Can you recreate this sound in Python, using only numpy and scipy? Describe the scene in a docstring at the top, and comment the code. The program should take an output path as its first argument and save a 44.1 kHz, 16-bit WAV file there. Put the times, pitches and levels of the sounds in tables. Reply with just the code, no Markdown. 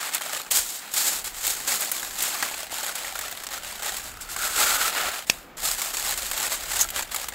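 """A soft crinkle comes first, then sharp snaps: hands fold aluminium foil on a wooden table among trees.
Foil crackles by buckling: swarms of tiny rattles and facet rings, with a hiss where it slides.
Creases snap as short noise bursts, kinks tick, panels pop at a pitch, and a tight crimp squeaks.
The packet scrapes and knocks on the table; the boards thud softly under the leaning arms.
Sleeves brush as filtered noise, the trees return a faint diffuse echo, and open air murmurs very faintly."""
import sys
import numpy as np
from scipy import signal
from scipy.io import wavfile
from scipy.ndimage import uniform_filter1d

SR = 44100
rng = np.random.default_rng(int(sys.argv[2]) if len(sys.argv) > 2 else 0)


def log_audio(samples):
    """Write samples as a 16-bit WAV file to the path given in sys.argv[1]."""
    # one column per channel
    frames = np.atleast_2d(samples).T
    # limit to full scale, then quantise
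    limited = np.clip(frames, -1, 1)
    pcm = np.round(limited * 32767).astype(np.int16)
    wavfile.write(sys.argv[1], SR, pcm)


N = 323694
TIME = np.arange(N) / SR  # [s]

# Open air, spectrum: (frequency [Hz], level [dB])
AIR_SPECTRUM = [(20, -4), (80, -11.5), (200, 25), (400, 14), (800, 19.5), (1500, 0), (3000, -71),
                (8000, -106), (16000, -19)]
AIR_DB = -81
# Flannel sleeves brushing as the arms move: (time [s], level [dB])
SLEEVE_LEVEL = [(0, -54), (.45, -53), (.55, -52), (.85, -54.5), (1.08, -48.5), (1.4, -57), (1.72, -45),
                (2.0, -51), (2.3, -50.5), (2.8, -53.5), (3.7, -52.5), (3.9, -52.5), (4.3, -52), (5.2, -55),
                (5.36, -51), (5.5, -47.5), (5.7, -52.5), (6.5, -51), (7.34, -52.5)]
# Flannel, spectrum: (frequency [Hz], level [dB])
SLEEVE_SPECTRUM = [(30, -14), (90, -12), (160, 1), (280, 2), (450, 0.5), (800, -1.5), (1400, -2.5),
                   (2500, -9), (8000, -27), (16000, -61)]
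# Reverberation among the trunks: (frequency [Hz], 60 dB decay time [s])
WOODS_DECAY = [(100, 1), (1000, 0.42), (4000, 0.18), (8000, 0.08), (16000, 1)]
# Hands leaning on the table: (time of greatest weight [s], width between 1/e points [s], level [dB])
TABLE_LEANS = [(.59, .16, -51), (1.375, 0.54, -52), (2.12, 0.27, -55), (2.6, .5, -61), (3.2, 0.38, -55.5),
               (3.63, 0.3, -56), (4.2, 0.75, -50), (4.72, 0.42, -51), (5.076, .1, -50), (5.354, 0.22, -53),
               (5.68, 0.19, -45.5), (6.102, 0.42, -48.5), (6.303, .18, -53), (6.82, 0.63, -46.5),
               (7.3, 0.19, -55)]
RESTING_DB = -72.5  # the boards under the resting arms
# Table top, spectrum: (frequency [Hz], level [dB])
TABLE_SPECTRUM = [(10, -22), (25, -4), (37, 0), (50, -6), (62, -7.5), (90, -14), (160, -22), (400, -34),
                  (2000, -70)]
# Packet dragged over the boards: (time [s], level [dB])
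DRAG_LEVEL = [(3.95, -54), (4.3, -48), (4.42, -35), (4.52, -39), (4.62, -29.5), (4.87, -31.5), (4.91, -51),
              (4.98, -34), (5.1, -36.5), (5.22, -48)]
# Hollow resonances of the packet: (frequency [Hz], bandwidth [Hz], level [dB])
HOLLOW_MODES = [(866, 22, 0), (1130, 15, -4), (1243, 28, 2), (1324, 48, 7), (1390, 64, 6), (1477, 55, 4),
                (1580, 120, -8), (1960, 72, -4)]
# Packet's edge striking the table: (time [s], chatter level [dB], contact length [s], decay [s])
EDGE_KNOCK = (5.2985, -9.5, .0026, .0006)
# Chatter of the knock, spectrum: (frequency [Hz], level [dB])
CHATTER_SPECTRUM = [(100, -36), (800, -16), (1800, -4), (2500, 2), (3700, -5), (5000, 2), (8300, -3),
                    (10500, -11), (13500, -9), (16000, -22)]
# First dull push of the knock, spectrum: (frequency [Hz], level [dB])
PUSH_SPECTRUM = [(30, -16), (200, 0), (450, -3), (1300, -2), (2200, -8), (5000, -30), (16000, -50)]
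# Foil catching on foil in a tight crimp: (time [s], level [dB], fall to 1/e [s])
CRIMP_SQUEAKS = [(6.792, -19, .003), (6.802, -21, 0.0092), (6.811, -12.5, 0.0034), (6.814, -14, 0.011),
                 (6.827, -24, .009)]
# Squeaks, spectrum: (frequency [Hz], level [dB])
SQUEAK_SPECTRUM = [(100, -48), (4000, -22), (5800, -10), (6650, 3), (7400, -7), (8300, -8.5), (9500, -21),
                   (12500, -13), (16000, -20)]
# Wide panels popping through: (time [s], level before trim [dB], pitch [Hz])
PANEL_POPS = [(0.267, -36, 1320), (.362, -26, 1230), (0.402, -25.5, 1280), (2.4263, -18, 1950),
              (2.513, -28, 840), (2.54, -24, 2540), (2.727, -28, 704), (2.893, -25, 1440),
              (3.047, -23, 1980), (3.155, -28, 1350), (4.435, -19, 1460), (6.85, -23, 1350)]
# Hard clicks of sharp kinks: (time [s], peak before trim [dB])
KINK_TICKS = [(2.4262, -2.5), (3.048, -20), (3.256, -22), (3.447, -20), (3.469, -12), (3.489, -14),
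              (3.54, -13), (6.0257, -14), (6.1245, -16), (6.343, -14), (6.52, -5.5)]
# One kink, spectrum: (frequency [Hz], level [dB])
TICK_SPECTRUM = [(100, -27), (500, -6), (900, 0), (2000, -5), (3500, -5), (6500, -1), (9000, -15),
                 (16000, -12)]
# Lesser kinks: median gain over the fine crinkle effort, before the sliding share reduces it
KINKS_PER_S, KINK_DB, KINK_SPREAD_DB = 26, 12.5, 1.5
# Creases snapping through: (time [s], level before trim [dB],
# low-mid colour before trim [dB], top colour before trim [dB])
CREASE_SNAPS = [(.136, -17, -28, -13), (.147, -8, -34, -9), (.21, -20, 0, -9), (.464, -25, -5, -18),
                (.511, -9.5, -22, -13), (.518, -5, -28, -7), (.938, -13, -22, -9), (1.243, -18.5, -20, -9),
                (1.467, -8.5, -19, -10), (1.807, -11.5, -28, -2), (1.916, -7, -15.5, -3),
                (2.029, -19, -11, -14), (2.224, -10, -27, -2), (2.4268, -11, -7, -15),
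                (2.954, -16, -25, -11), (3.154, -20, -11, -10), (3.19, -15, -11, -7), (3.211, -18, -9, -10),
                (3.313, -19.5, -9, -3), (3.436, -19.5, -12, -12), (3.467, -18.5, -17, -15),
                (3.822, -21, -4, -11), (3.967, -16.5, -25, -13), (4.21, -22, -23, -11),
                (4.363, -15, -11, -13), (5.817, -11.5, -17.5, -13), (5.969, -15, -22, -22),
                (6.176, -14.5, -17, -12), (6.313, -11.5, -12.5, -11), (6.888, -19, -19, -16),
                (6.903, -16.5, -16, -8.5), (7.024, -16, -22, -15), (7.145, -12.5, -13, -10.5),
                (7.161, -12, -18, -12), (7.285, -14, -13, -9.5), (7.322, -25.5, -8, -30)]
SNAP_S = 0.0075  # the envelope falls to 1/e
# Share of smooth sliding against separate buckles: (time [s], share of power [0-1])
SLIDING_SHARE = [(0, 0.56), (.45, 0.2), (.55, 0.78), (1.1, 0.98), (1.3, 0.7), (1.7, 0.74), (2.0, 0.58),
                 (2.3, 0.76), (2.6, 0.37), (3.5, 0.41), (4.2, 0.46), (4.6, 0.95), (5.15, 0.57), (5.7, 0.62),
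                 (6.1, 0.54), (7.34, 0.48)]
# Small creases, spectrum: (frequency [Hz], level [dB])
CRINKLE_SPECTRUM = [(60, -51), (300, -19.5), (1000, -9), (2500, -9), (4300, -2.5), (5800, -4), (7100, 2.5),
                    (8200, 2), (8900, -4.5), (10000, -5), (12500, -3.5), (14800, -7.5), (15900, -7)]
# Whole panels of foil, spectrum: (frequency [Hz], level [dB])
PANEL_SPECTRUM = [(40, -31), (130, -19.5), (300, -11.5), (500, -7), (680, -2.5), (830, -0.5), (970, -5.5),
                  (1350, -0.5), (1900, -1), (2600, -3), (4300, -5.5), (7000, -17.5), (16000, -16)]
# Pushes of the hands: (start [s], rise [s], length [s],
# fine crinkle before trim [dB], flexing panels before trim and damping [dB])
HAND_STROKES = [ (0.0, 0.012, 0.12, -35.5, -35.5), (0.113, 0.032, 0.031, -26, -26),
                (.205, 0.0089, 0.16, -36, -36), (0.31, 0.032, 0.095, -32.5, -35),
                (.503, 0.0085, .05, -21.5, -34), (0.538, 0.021, 0.043, -19, -34),
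                (0.597, 0.036, 0.18, -30.5, -45.5), (0.892, 0.096, .19, -22.5, -32.5),
                (1.098, .02, 0.092, -30.5, -39), (1.234, 0.024, .04, -31, -38),
                (1.31, 0.07, 0.36, -33.5, -42), (1.412, 0.057, .1, -24, -35), (1.66, 0.026, .1, -24.5, -31),
                (1.78, 0.016, 0.17, -28.5, -34), (1.948, 0.017, 0.2, -33.5, -39.5),
                (2.131, .1, .16, -26, -32), (2.294, 0.043, .19, -31, -31.5), (2.499, .02, 0.14, -35, -37),
                (2.698, 0.024, 0.12, -33, -35.5), (2.82, 0.016, 0.095, -33, -35),
                (2.94, 0.0092, .19, -35, -35.5), (3.137, 0.017, 0.19, -36, -36), (3.35, .02, 0.1, -42, -42),
                (3.502, 0.0073, 0.07, -36.5, -36.5), (3.616, 0.028, 0.29, -38.5, -39.5),
                (3.814, 0.025, 0.074, -31, -32.5), (3.903, 0.037, 0.087, -34, -37),
                (4.023, .015, 0.074, -37, -41), (4.203, .008, 0.017, -35, -44),
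                (4.275, 0.035, 0.064, -35, -40), (4.355, .045, 0.25, -29.5, -32.5),
                (4.514, 0.1, 0.25, -22, -22.5), (4.769, 0.046, 0.11, -24.5, -23.5),
                (4.881, 0.11, 0.21, -31.5, -25.5), (5.1, 0.043, 0.089, -34, -32.5),
                (5.265, .006, 0.058, -40.5, -44.5), (5.566, .008, 0.05, -37.5, -46),
                (5.6, 0.068, 0.12, -24.5, -33), (5.758, 0.05, 0.15, -29, -34.5),
                (5.921, 0.024, .1, -29, -35), (6.018, 0.037, .11, -28.5, -33),
                (6.156, 0.011, 0.18, -31.5, -36.5), (6.289, 0.12, .18, -28, -31),
                (6.49, .03, 0.055, -27.5, -32.5), (6.587, 0.021, 0.081, -38, -41),
                (6.658, 0.065, 0.18, -28, -32), (6.914, 0.066, .09, -30.5, -31),
                (7.103, 0.023, .14, -34, -37)]
SAG_DB_PER_S, RELEASE_S = 15.5, 0.029  # a push eases as the foil gives way; the sheet settles after it
# Hands on the packet: (from [s], to [s])
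HOLDING_TIMES = [(0, 5.25), (5.578, 9.3)]
HOLDING_CRINKLE_DB, HOLDING_PANELS_DB = -48, -44  # rustle between pushes, before the same adjustments
LET_GO_S, LET_GO_DB, SETTLE_DB_PER_S = 5.3, -38, 136  # freed foil rustles on and fades
NOTCH_HZ, NOTCH_Q, EDGE_HZ = 5910, 62, 15760  # narrow dip and upper band limit


def amp(db):
    """Level law: converts decibels to an amplitude gain."""
    return 10 ** (np.asarray(db) / 20)


def unit(x):
    """Normalisation by mean power: scales to rms 1."""
    return x / np.sqrt(np.mean(x ** 2) + 1e-20)


def read(points, hz):
    """Logarithmic frequency scale: interpolates a table of values along it."""
    f, value = np.transpose(points)
    return np.interp(np.log(hz + 1), np.log(f + 1), value)


def curve(rows, outside=None):
    """Linear interpolation: gives a control table at every sample."""
    return np.interp(TIME, *np.transpose(rows), outside, outside)


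def add(mix, s, sound):
    """Superposition: adds a sound into the mix at time s."""
    part = mix[max(round(s * SR), 0):][:len(sound)]
    part += sound[:len(part)]


def colour(x, points, size=4096):
    """Minimum-phase filtering: a causal filter of the given spectrum keeps attacks sharp."""
    gain_db = read(points, abs(np.fft.fftfreq(size, 1 / SR)))
    log_gain = np.log(amp(gain_db))
    # the Hilbert transform of the log gain supplies the phase
    response = np.exp(np.conj(signal.hilbert(log_gain)))
    taps = np.fft.ifft(response).real
    return signal.oaconvolve(x, taps / np.linalg.norm(taps))[:len(x)]


def steadied(x, size):
    """Local power normalisation: evens the level over size samples and keeps the faster grain."""
    window = np.hanning(size)
    power = abs(signal.oaconvolve(x ** 2, window / window.sum(), "same"))
    return x / np.sqrt(power + 1e-9)


def burst(envelope):
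    """Amplitude modulation: shapes an even, random-signed rattle by an envelope."""
    return envelope * steadied(rng.standard_normal(len(envelope)), size=65)


def cascade(t, length_s):
    """Gaussian envelope: holds for an instant, then dies fast."""
    return np.exp(-(t / max(length_s, 1e-4)) ** 2)


def slips(per_s, decay_s, smooth_share):
    """Stick-slip friction: each slip starts at once and its power decays exponentially."""
    jumps = (rng.random(N) < per_s / SR) * rng.random(N) ** 2
    power = signal.lfilter([1], [1, -np.exp(-1 / (decay_s * SR))], jumps)
    return steadied(np.sqrt(power / power.mean() + abs(smooth_share)), size=3001)


def wide_noise(spectrum, side_db):
    """Partial interaural coherence: noise of rms about 1, a little different at each ear."""
    mid, side = (steadied(colour(rng.standard_normal(N), spectrum), size=8001) for _ in range(2))
    return mid + amp(side_db) * side * np.array([[1], [-1]])


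def air():
    """Low filtered noise: the steady, very faint, dull murmur of open air."""
    return amp(AIR_DB) * wide_noise(AIR_SPECTRUM, side_db=-11)


def sleeves():
    """Dry friction of fibres: the dull brush of flannel is noise that swells and fades."""
    return amp(curve(SLEEVE_LEVEL)) * wide_noise(SLEEVE_SPECTRUM, side_db=-17)


def woods(x, echo_db=-17, side_db=-7, side_hz=2000):
    """Diffuse scattering: echoes from the trunks decay at a rate set by frequency."""
    hz, t, z = signal.stft(rng.standard_normal((2, SR // 2)), SR, nperseg=256)
    decay = amp(-60 * t / read(WOODS_DECAY, hz)[:, None])
    arrived = t > .008  # no echo before 8 ms
    tails = signal.istft(z * decay * arrived, SR, nperseg=256)[1]
    mid, side = (signal.oaconvolve(x, tail / np.linalg.norm(tail))[:N] for tail in tails)
    side = signal.lfilter(*signal.butter(1, side_hz, fs=SR), side)  # the treble spreads least
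    return amp(echo_db) * (mid + amp(side_db) * side * np.array([[1], [-1]]))


def table(level_db=0):
    """Forced vibration of boards: low, soft thudding swells and fades with each lean."""
    leaning = sum(amp(db) * cascade(TIME - s, width / 2) for s, width, db in TABLE_LEANS)
    weight = amp(RESTING_DB) + leaning
    return amp(level_db) * weight * wide_noise(TABLE_SPECTRUM, side_db=-24)


def drag():
    """Friction-driven resonance: the grain of the boards scrapes the packet and rings its hollow."""
    scrape = rng.standard_normal(N) * slips(per_s=280, decay_s=.003, smooth_share=0.42)
    rings = np.zeros(N)
    for hz, width, db in HOLLOW_MODES:
        rings += amp(db) * signal.lfilter(*signal.iirpeak(hz, hz / width, SR), scrape)
    return unit(rings) * amp(curve(DRAG_LEVEL, outside=-200))


def knock():
    """Impact: the packet's edge pushes on the wood and chatters, and the foil shivers after it."""
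    s, db, contact, decay = EDGE_KNOCK
    t, out = np.arange(4096) / SR, np.zeros(N)
    chatter = np.exp(-np.maximum(t - contact, 0) / decay)
    shiver = .3 * np.exp(-t / .006)
    rattle = burst(np.hypot(chatter, shiver))
    add(out, s, amp(db) * colour(rattle, CHATTER_SPECTRUM))
    push = colour(signal.unit_impulse(len(t)), PUSH_SPECTRUM)
    add(out, s, -1.3 * push)
    return out


def squeaks():
    """Stick-slip vibration: foil catches on foil in short bursts of shrill narrow noise."""
    t, out = np.arange(2048) / SR, np.zeros(N)
    for s, db, length in CRIMP_SQUEAKS:
        shrill = steadied(colour(rng.standard_normal(len(t)), SQUEAK_SPECTRUM), size=129)
        add(out, s, amp(db) * shrill * cascade(t, length))
    return out


def pops(level_db=0, ring_s=0.0032):
    """Snap-through with damped free vibration: a flat panel flips and rings for a few cycles."""
    t, out = np.arange(2048) / SR, np.zeros(N)
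    for s, db, hz in PANEL_POPS:
        ring = np.sin(2 * np.pi * hz * t) * np.exp(-t / ring_s)
        add(out, s, amp(db + level_db) * ring)
    return out


def effort(column, holding_db):
    """Addition of powers: each push swells, eases as the foil gives, and dies away."""
    held = sum((TIME >= start) & (TIME <= end) for start, end in HOLDING_TIMES)
    power = amp(holding_db) ** 2 * held
    t = TIME[:SR // 2]
    add(power, LET_GO_S, amp(LET_GO_DB - SETTLE_DB_PER_S * t) ** 2)
    for start, rise, length, *levels_db in HAND_STROKES:
        swell = np.sin(np.pi / 2 * np.minimum(t / max(rise, 1e-3), 1)) ** 2
        ease = amp(levels_db[column] - SAG_DB_PER_S * np.maximum(t - rise, 0))
        release = np.exp(-np.maximum(t - length, 0) / RELEASE_S)
        add(power, start, (swell * ease * release) ** 2)
    return np.sqrt(power)


def ticks(level_db=0):
    """Impulse excitation: a kink jumps in one step; lesser ones go at random under the hands."""
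    out, click = np.zeros(N), colour(signal.unit_impulse(512), TICK_SPECTRUM)
    click = click / abs(click).max()
    for s, db in KINK_TICKS:
        add(out, s, amp(db + level_db) * click)
    happens = rng.random(N) < KINKS_PER_S / SR
    lesser = happens * amp(KINK_DB + KINK_SPREAD_DB * rng.standard_normal(N))
    buckling = np.sqrt(1 - np.clip(curve(SLIDING_SHARE), 0, 1))
    lesser *= effort(column=0, holding_db=HOLDING_CRINKLE_DB) * buckling
    return out + signal.oaconvolve(lesser, click)[:N]


def snaps(level_db=-9, low_db=6, top_db=1):
    """Elastic snap-through: a crease flips over, dull from a wide panel, bright from a tight fold."""
    t, out = np.arange(2048) / SR, np.zeros(N)
    for s, db, low, top in CREASE_SNAPS:
        low, top = low + low_db, top + top_db
        spectrum = [(100, low - 26), (400, low - 11), (750, low), (1700, low + 1),
                    (3200, -10.0), (5800, -13.0), (7600, -3.5), (9500, top - 2), (14000, top)]
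        add(out, s, amp(db + level_db) * colour(burst(cascade(t, SNAP_S)), spectrum))
    return out


def stall(depth_db=4.5, length_s=.014):
    """Elastic loading: the sheet holds still while stress builds up ahead of each snap."""
    t, loading = np.arange(2048) / SR, np.zeros(N)
    for s, *_ in CREASE_SNAPS:
        add(loading, s - t[-1], cascade(t, length_s)[::-1])
    return amp(-depth_db * np.minimum(loading, 1))


def grip(waver_db=1.5, waver_s=.04):
    """Slow random modulation: uneven finger pressure makes the crinkle waver a little."""
    knots = np.cumsum(waver_s * rng.uniform(.5, 1.5, size=1000))
    return amp(waver_db * np.interp(TIME, knots, rng.standard_normal(len(knots))))


def buckles(sizes, facet, low_hz, high_hz, decay_s, ring_s, ring_share, count):
    """Impulsive excitation of modes: a buckle rattles the sheet and rings one facet at its own pitch."""
    t, out, voices = np.arange(1024) / SR, np.zeros(N), []
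    for hz in np.geomspace(low_hz, high_hz, count):
        rattle_s = decay_s * 2 ** rng.uniform(0.04, 1)  # up to twice decay_s
        rattle = unit(burst(np.exp(-t / rattle_s)))
        ring = unit(np.sin(2 * np.pi * hz * t) * np.exp(-t / ring_s))
        voices.append(rattle + ring_share * ring)
    for at in np.flatnonzero(sizes):
        add(out, at / SR, sizes[at] * voices[facet[at]])
    return steadied(out, size=3001)


def foil(per_s=700, spread_db=5, clump_db=1.5, crinkle_db=1, panels_db=0, damping_db=3, count=256):
    """Crackling noise: swarms of buckles and the hiss of sliding drive small creases and larger panels."""
    clumps = unit(uniform_filter1d(uniform_filter1d(rng.standard_normal(N), size=400), size=300))
    # strong buckles cluster together
    sizes = amp(spread_db * np.minimum(rng.exponential(1, N), 4) + clump_db * clumps)
    sizes *= (rng.random(N) < per_s / SR) * rng.choice([-1, 1], N)
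    facet = rng.integers(0, count, N)
    slide = np.clip(curve(SLIDING_SHARE), 0, 1)
    grit = slips(per_s=270, decay_s=0.0048, smooth_share=1.0)
    small = buckles(sizes, facet, low_hz=3000, high_hz=14500,
                    decay_s=.0013, ring_s=.0045, ring_share=.45, count=count)
    large = buckles(sizes, facet, low_hz=550, high_hz=4500,
                    decay_s=.002, ring_s=.0055, ring_share=.45, count=count)
    dragging = amp(curve(DRAG_LEVEL, outside=-200))
    damped_db = damping_db * np.sqrt(dragging / dragging.max())  # panels pressed to the boards flex less
    layers = [(small, CRINKLE_SPECTRUM, crinkle_db, HOLDING_CRINKLE_DB),
              (large, PANEL_SPECTRUM, panels_db - damped_db, HOLDING_PANELS_DB)]
    out = np.zeros(N)
    for column, (crackle, spectrum, db, holding_db) in enumerate(layers):
        hiss = unit(colour(grit * rng.standard_normal(N), spectrum))
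        crackle = steadied(colour(crackle, spectrum), size=3001)
        blend = np.sqrt(slide) * hiss + np.sqrt(1 - slide) * crackle
        out += amp(db) * effort(column, holding_db) * blend
    return out


def scene():
    """Superposition of sources: the packet lies straight ahead, its echoes and the background spread wide."""
    crinkling = foil() * grip() * stall()
    near = drag() + knock() + squeaks() + pops() + ticks() + snaps() + crinkling
    return air() + sleeves() + woods(near) + table() + near


def record(dry):
    """Band limitation: a narrow dip in the treble, full-scale clipping, then a steep low-pass."""
    dipped = signal.lfilter(*signal.iirnotch(NOTCH_HZ, NOTCH_Q, SR), dry)
    low_pass = signal.firwin(1023, EDGE_HZ, window=("kaiser", 9), fs=SR)
    return signal.oaconvolve(np.clip(dipped, -1, 1), low_pass[None], "same", axes=1)


dry = scene()
out = record(dry)
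log_audio(out)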